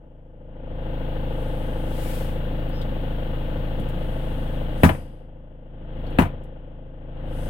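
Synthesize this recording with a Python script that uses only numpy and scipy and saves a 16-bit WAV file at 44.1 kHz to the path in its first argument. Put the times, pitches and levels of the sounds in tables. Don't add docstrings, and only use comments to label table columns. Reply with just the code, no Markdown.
import sys
import numpy as np
from scipy import signal
from scipy.fft import rfft, irfft, next_fast_len
from scipy.io import wavfile
from scipy.ndimage import uniform_filter1d, minimum_filter1d

SR = 44100
rng = np.random.default_rng(int(sys.argv[2]) if len(sys.argv) > 2 else 0)


def waveform_to_disk(signal):
    frames = np.transpose(np.atleast_2d(signal))
    scaled = np.clip(frames, -1, 1) * 32767
    samples = np.round(scaled).astype(np.int16)
    wavfile.write(sys.argv[1], SR, samples)


N = 330309
T = np.arange(N) / SR


def undb(db):
    return 10 ** (np.asarray(db) / 20)


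def level(x, db):
    return x * undb(db) / np.sqrt(np.mean(x ** 2))


def along(points, hz):
    f, value = np.transpose(points)
    return np.interp(np.log(hz + 1), np.log(f), value)


def through(x, response):
    return signal.fftconvolve(x, response)[:len(x)]


def colour(x, points, size=16384):
    log_gain = np.log(undb(along(points, np.fft.rfftfreq(size, 1 / SR))))
    cepstrum = irfft(log_gain)
    cepstrum[1:size // 2] *= 2
    cepstrum[size // 2 + 1:] = 0
    return through(x, irfft(np.exp(rfft(cepstrum))))


# frequency in Hz, level in dB against the direct sound.
SCATTERED_SOUND = [(60, -8.5), (250, -2.5), (1000, 4), (8000, 8.5)]


def noise(points, count=N):
    hz = np.fft.rfftfreq(next_fast_len(count, real=True), 1 / SR)
    white = rng.standard_normal((3, len(hz))) + 1j * rng.standard_normal((3, len(hz)))
    direct, scattered = white[0], white[1:] * undb(along(SCATTERED_SOUND, hz))
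    spectrum = (direct + scattered) * undb(along(points, hz))
    return level(irfft(spectrum)[:, :count], 0)


def impulses(times, sizes):
    samples = np.clip(np.asarray(times) * SR, 0, N).astype(int)
    return np.bincount(samples, sizes, N + 1)[:N]


def fade(t60, rise):
    t = T[:SR]
    return (1 - np.exp(-t / rise)) * np.exp(-np.log(1000) * t / t60)


def ring(modes, rise):
    return sum(undb(db) * fade(t60, rise) * np.sin(2 * np.pi * hz * T[:SR]) for hz, db, t60 in modes)


def swell(middle_s, spread_s):
    return np.exp(-.5 * ((T - middle_s) / spread_s) ** 2)


START_TURN = .264
IDLE_HZ, FAST_HZ, SETTLE_S = 26.651, .28, .5


def firings():
    rate = IDLE_HZ + FAST_HZ * np.exp(-T / SETTLE_S)
    turns = START_TURN + np.cumsum(rate) / SR
    number = np.arange(int(turns[-1]) + 1)
    return np.interp(number, turns, T), rate.mean()


# frequency in Hz, width in Hz.
CABIN_AIR_MODES = [(75, 10), (104.7, 10), (212.8, 10)]


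def smear(x):
    for hz, width_hz in CABIN_AIR_MODES:
        poles = signal.iirpeak(hz, hz / width_hz, fs=SR)[1]
        x = signal.lfilter(poles[::-1], poles, x)
    return x


# multiple of the firing rate, relative level in dB.
BOOM_ORDERS = [(1, 3.5), (2, -6), (3, -7.5), (4, -14.5), (5, -6.5), (6, -11), (7, -18), (8, -14.5),
               (9, -19.5), (10, -20), (11, -19.5), (12, -22.5), (13, -25.5), (14, -32), (15, -52.5),
               (16, -46.5)]


def cabin_boom(times, mean_rate, push):
    orders = [(k * mean_rate, db) for k, db in BOOM_ORDERS]
    shape = [(12, -25)] + orders + [(700, -55), (2000, -100)]
    return smear(colour(impulses(times, undb(0.35 * push)), shape))


# relative level in dB, in firing order.
CYLINDER_KNOCKS_DB = [-2.65, -0.26, -1.9, -0.099]
# delay in ms, relative level in dB.
FIRING_BLOWS = [(3.55, -3.6), (6.97, 0), (13.1, 0), (18.13, -4), (22.01, -4)]


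def metallic_blows(times, force, late):
    strength = undb(np.resize(CYLINDER_KNOCKS_DB, len(times)) + 0.47 * force)
    blows = np.zeros(N)
    for ms, db in FIRING_BLOWS:
        scatter_db = .4 * rng.standard_normal(len(times))
        blows += impulses(times + ms / 1000 + .00004 * late, strength * undb(db + scatter_db))
    return blows, strength


NEAR_DB, DRAW_BACK_S, DRAW_SPREAD_S = 3, 2.105, 0.33
# frequency in Hz, relative level in dB, t60 in seconds.
BULKHEAD_MODES = [(319, -9.5, .17), (501.6, 1.2, .16), (530.4, -9.5, .137), (585, -11, .12),
                  (699.5, -.5, .085), (850, -4.5, .07), (1510, -17, .079)]


def bulkhead_knock(blows):
    near = undb(NEAR_DB * (1 - np.tanh((T - DRAW_BACK_S) / DRAW_SPREAD_S)) / 2)
    return near * through(blows, ring(BULKHEAD_MODES, rise=0.0012))


# frequency in Hz, relative level in dB per Hz.
CLATTER_SPECTRUM = [(400, -22), (800, 6), (1200, 4.5), (1550, 4), (2000, -0.5), (2400, -6), (2950, 2),
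                    (3600, -4), (4500, -17.5), (6000, -36), (9000, -44.5)]


def block(blows):
    burst = noise(CLATTER_SPECTRUM)[:, :SR] * fade(t60=0.18, rise=0.0024)
    return np.array([through(blows, side) for side in burst])


def loose_clatter(flare):
    return noise(CLATTER_SPECTRUM) * (1 + 0.06 * flare)


# frequency in Hz, relative level in dB per Hz.
RUMBLE_SPECTRUM = [(20, -29), (55, -3), (100, -3.5), (160, -8), (270, -3), (340, -9.5), (395, -12.5),
                   (520, -11.5), (700, -14), (1100, -36.5), (2000, -59)]


def rumble(flare):
    return noise(RUMBLE_SPECTRUM) * (1 + 0.12 * flare)


RATTLE_DELAY_S = 0.00856
# frequency in Hz, relative level in dB per Hz.
RATTLE_SPECTRUM = [(200, -30), (400, -10), (560, 13.5), (680, -3), (860, -17), (1200, -15.5), (2500, -31),
                   (6000, -77)]


def panel_rattle(times, strength):
    shakes = impulses(times + RATTLE_DELAY_S, strength)
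    return noise(RATTLE_SPECTRUM) * through(shakes, fade(t60=0.035, rise=0.0037))


def engine():
    times, mean_rate = firings()
    push, force, late = rng.standard_normal((len(times), 3)).T
    blows, strength = metallic_blows(times, force, late)
    flare = level(through(blows, fade(t60=0.11, rise=0.001)), 0)
    low = level(cabin_boom(times, mean_rate, push), -25.5) + level(rumble(flare), -37.0)
    knock = level(bulkhead_knock(blows), -37.5) + level(block(blows), -52.5)
    loose = level(panel_rattle(times, strength), -46.0) + level(loose_clatter(flare), -48.0)
    return low + knock + loose


# frequency in Hz, relative level in dB per Hz.
HISS_SPECTRUM = [(1000, 1), (5000, -10.5), (7200, -36), (9000, -1), (12000, 1.5), (15500, 7)]


def faint_hiss():
    return undb(-58) * noise(HISS_SPECTRUM)


WHINE_EDGE_S = 0.08
# start in seconds, end in seconds, level in dB.
WHINE_PASSAGES = [(1.333, 1.95, -60.5), (3.97, 4.62, -63.5), (4.9, 5.245, -33.5), (7.31, 7.602, -49)]
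# frequency in Hz, width in Hz, relative level in dB.
WHINE_RESONANCES = [(4900, 89.4, -5), (6250, 110, -9), (8300, 280, -4.5), (10450, 200, -6.5),
                    (11500, 130, -4.5)]
# frequency in Hz, relative level in dB per Hz.
RUSTLE_SPECTRUM = [(3000, -18), (5000, -7.5), (7000, -8.5), (10500, -1.5), (12000, -8), (13500, -5),
                   (16000, -13.5)]


def whine():
    gate = np.zeros(N)
    for start, end, db in WHINE_PASSAGES:
        opening, closing = np.tanh((T - start) / WHINE_EDGE_S), np.tanh((T - end) / WHINE_EDGE_S)
        gate += undb(db) * (opening - closing) / 2
    air = noise(RUSTLE_SPECTRUM)
    tones = np.zeros_like(air)
    for hz, width, db in WHINE_RESONANCES:
        tones += undb(db) * signal.lfilter(*signal.iirpeak(hz, hz / width, fs=SR), air)
    return gate * level(air + level(tones, -5), 0)


# frequency in Hz, relative level in dB per Hz.
SLEEVE_SPECTRUM = [(500, -1), (1600, 14), (3000, 8.5), (4500, 6.5), (6500, 1), (8500, 6.5), (15500, 6)]


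def sleeve():
    return undb(-42.0) * swell(DRAW_BACK_S, 0.13) * noise(SLEEVE_SPECTRUM)


# start in seconds, level in dB, centre in Hz, half width in octaves.
TRIM_TICKS = [(2.689, -52, 12000, 0.41), (2.813, -40.5, 3580, .22), (3.797, -52, 10500, 0.73),
              (3.887, -49, 11500, 1.0), (4.777, -57, 9000, 1), (6.065, -46.5, 4300, 0.15),
              (6.101, -55, 9500, 0.45), (6.435, -31, 10200, 0.98)]


def trim_ticks():
    out = np.zeros((2, N))
    skirts = ((-4, -35), (-1, -10), (0, 0), (1, -12), (4, -26))
    for s, db, hz, octaves in TRIM_TICKS:
        shape = [(hz * 2 ** (octaves * step), skirt_db) for step, skirt_db in skirts]
        tick = fade(t60=0.09, rise=0.00089) * noise(shape, count=SR)
        out[:, int(s * SR):int(s * SR) + SR] += undb(db) * tick
    return out


def squeak(at_s=2.775, length_s=.13, top_hz=5250, sag_hz=850, db=-54.5):
    place = np.clip(2 * (T - at_s) / length_s, -1, 1)
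    hz = top_hz - sag_hz * place ** 2 + 700 * rng.standard_normal(N)
    return undb(db) * (1 - place ** 2) * np.sin(2 * np.pi * np.cumsum(hz) / SR)


GRIP_S, GRIP_SPREAD_S, GRIP_DB, BUMPS_PER_S = 3.76, 0.21, -29, 9


def grip(count=80):
    times = (np.arange(count) + rng.random(count)) / BUMPS_PER_S
    touches = impulses(times, np.ones(count)) * undb(GRIP_DB) * swell(GRIP_S, GRIP_SPREAD_S)
    thud = noise([(30, -2), (70, -1.5), (150, 3), (260, -16.5), (1000, -66.5)])
    return through(touches, fade(t60=0.39, rise=0.0067)) * thud


REBOUND, CLAP_THUMP_DB, CLAP_LOSS_DB = 1, -31, -16.5
# start in seconds, thump in dB, crack in dB, approximate length of the push in ms,
# first flight of the loose panel in seconds, its first clap in dB against the crack.
HAND_SLAPS = [(4.8337, 2.5, -11.5, 3.33, .057, -5.5), (6.1859, -2, -14, 1.66, .034, -8.5)]
# frequency in Hz, relative level in dB, t60 in seconds.
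DASH_MODES = [(62.5, -20.5, 0.44), (86.8, -11.5, 0.39), (112.8, -8.5, 0.17), (140.3, -14, 0.37),
              (167.5, -2.5, 0.15), (207, 3, 0.066), (249.3, 2, 0.066), (325, -5.5, 0.085)]
# frequency in Hz, relative level in dB per Hz.
CABIN_ECHO = [(35, -20), (70, -3), (110, -3), (220, -5), (400, -21.5), (1000, -19.5), (3000, -48)]
# frequency in Hz, relative level in dB, t60 in seconds.
TRIM_MODES = [(653, -10.5, 0.13), (838, -18, 0.21), (995, -9.5, .22), (1320, -23.5, 0.22),
              (1694, -7.5, 0.14), (2010, -28, 0.22), (2375, -20, 0.15), (15300, -34, .45)]
# frequency in Hz, relative level in dB per Hz.
CRACK_SPECTRUM = [(40, -13.5), (130, 3), (300, 17), (450, 7), (700, 11.5), (1100, 3), (1900, -1.5),
                  (2800, -5.5), (4000, -17.5), (6300, -46.5), (8500, -20), (15500, -22)]


def dashboard(count=3):
    clap = np.arange(count)
    force, contacts = np.zeros(N), np.zeros(N)
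    for s, thump_db, crack_db, push_ms, flight_s, clap_db in HAND_SLAPS:
        times = s + np.r_[0, np.cumsum(flight_s * REBOUND ** clap)]
        push = np.hanning(int(push_ms * SR / 1000) + 3)
        weights = undb(thump_db + np.r_[0, CLAP_THUMP_DB + CLAP_LOSS_DB * clap])
        force += through(impulses(times + 0.00309, weights), push / push.sum())
        contacts += impulses(times, undb(crack_db + np.r_[0, clap_db + CLAP_LOSS_DB * clap]))
    thump = through(force, ring(DASH_MODES, rise=0.0027))
    echo = undb(-10) * through(force, fade(t60=0.24, rise=0.0043)) * noise(CABIN_ECHO)
    skin = fade(t60=.025, rise=.0002)
    plastic = fade(t60=0.12, rise=0.00034)
    loose_parts = undb(-31.5) * fade(t60=0.89, rise=.02)
    crack = through(contacts, skin + plastic + loose_parts) * noise(CRACK_SPECTRUM)
    return thump + echo + through(contacts, ring(TRIM_MODES, rise=0.0013)) + crack


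# frequency in Hz, left minus right in dB.
LEFT_MINUS_RIGHT = [(60, 1.5), (200, 1), (400, 2), (700, 5), (1300, 7), (2400, 12), (4400, 3), (8000, 3.5),
                    (15000, 4.5)]


def microphones(x, lag_s=.00027):
    left = np.interp(T - lag_s, T, x[0])
    left_shape = [(hz, db / 2) for hz, db in LEFT_MINUS_RIGHT]
    right_shape = [(hz, -db / 2) for hz, db in LEFT_MINUS_RIGHT]
    return np.array([colour(left, left_shape), colour(x[1], right_shape)])


def scene():
    handling = sleeve() + trim_ticks() + squeak() + grip()
    return microphones(engine() + faint_hiss() + whine() + handling + dashboard())


def glide(x, lag_s):
    keep = np.exp(-1 / (lag_s * SR))
    return x[0] + signal.lfilter([(1 - keep) ** 2], np.poly([keep, keep]), x - x[0])


LINGER, LINGER_S = 0.071, 0.34


def gain_cut(x, threshold_db=-22, slope=0.98, hold_s=0.66, release_db_per_s=42, lag_s=0.097,
             opening_db=18.5, opening_s=0.2):
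    power = uniform_filter1d(np.mean(x ** 2, axis=0), size=1500)
    loud_db = 10 * np.log10(np.abs(power) + 1e-12)
    cut = slope * np.maximum(loud_db - threshold_db, 0)
    span = int(hold_s * SR)
    cut = -minimum_filter1d(-cut, span, origin=(span - 1) // 2, mode="constant")
    cut = np.maximum(cut, opening_db * (T < opening_s))
    release = release_db_per_s * T
    cut = np.maximum.accumulate(cut + release) - release
    return (1 - LINGER) * glide(cut, lag_s) + LINGER * glide(cut, LINGER_S)


PREAMP_DB = -90
TOP_HZ = 15800
# frequency in Hz, share of the cut.
DUCKING_DEPTH = [(600, 1.02), (1300, 1.32), (3300, 1.46), (6000, 3.27)]


def record(dry, size=512):
    hz, s, frames = signal.stft(dry, SR, nperseg=size)
    cut = np.outer(along(DUCKING_DEPTH, hz), np.interp(s, T, gain_cut(dry)))
    ducked = signal.istft(frames * undb(-cut), SR, nperseg=size)[1][:, :N]
    hissing = ducked + undb(PREAMP_DB) * rng.standard_normal((2, N))
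    low_pass = signal.ellip(10, .2, 70, TOP_HZ, fs=SR, output="sos")
    return signal.sosfilt(low_pass, np.clip(hissing, -1, 1))


dry = scene()
out = record(dry)
waveform_to_disk(out)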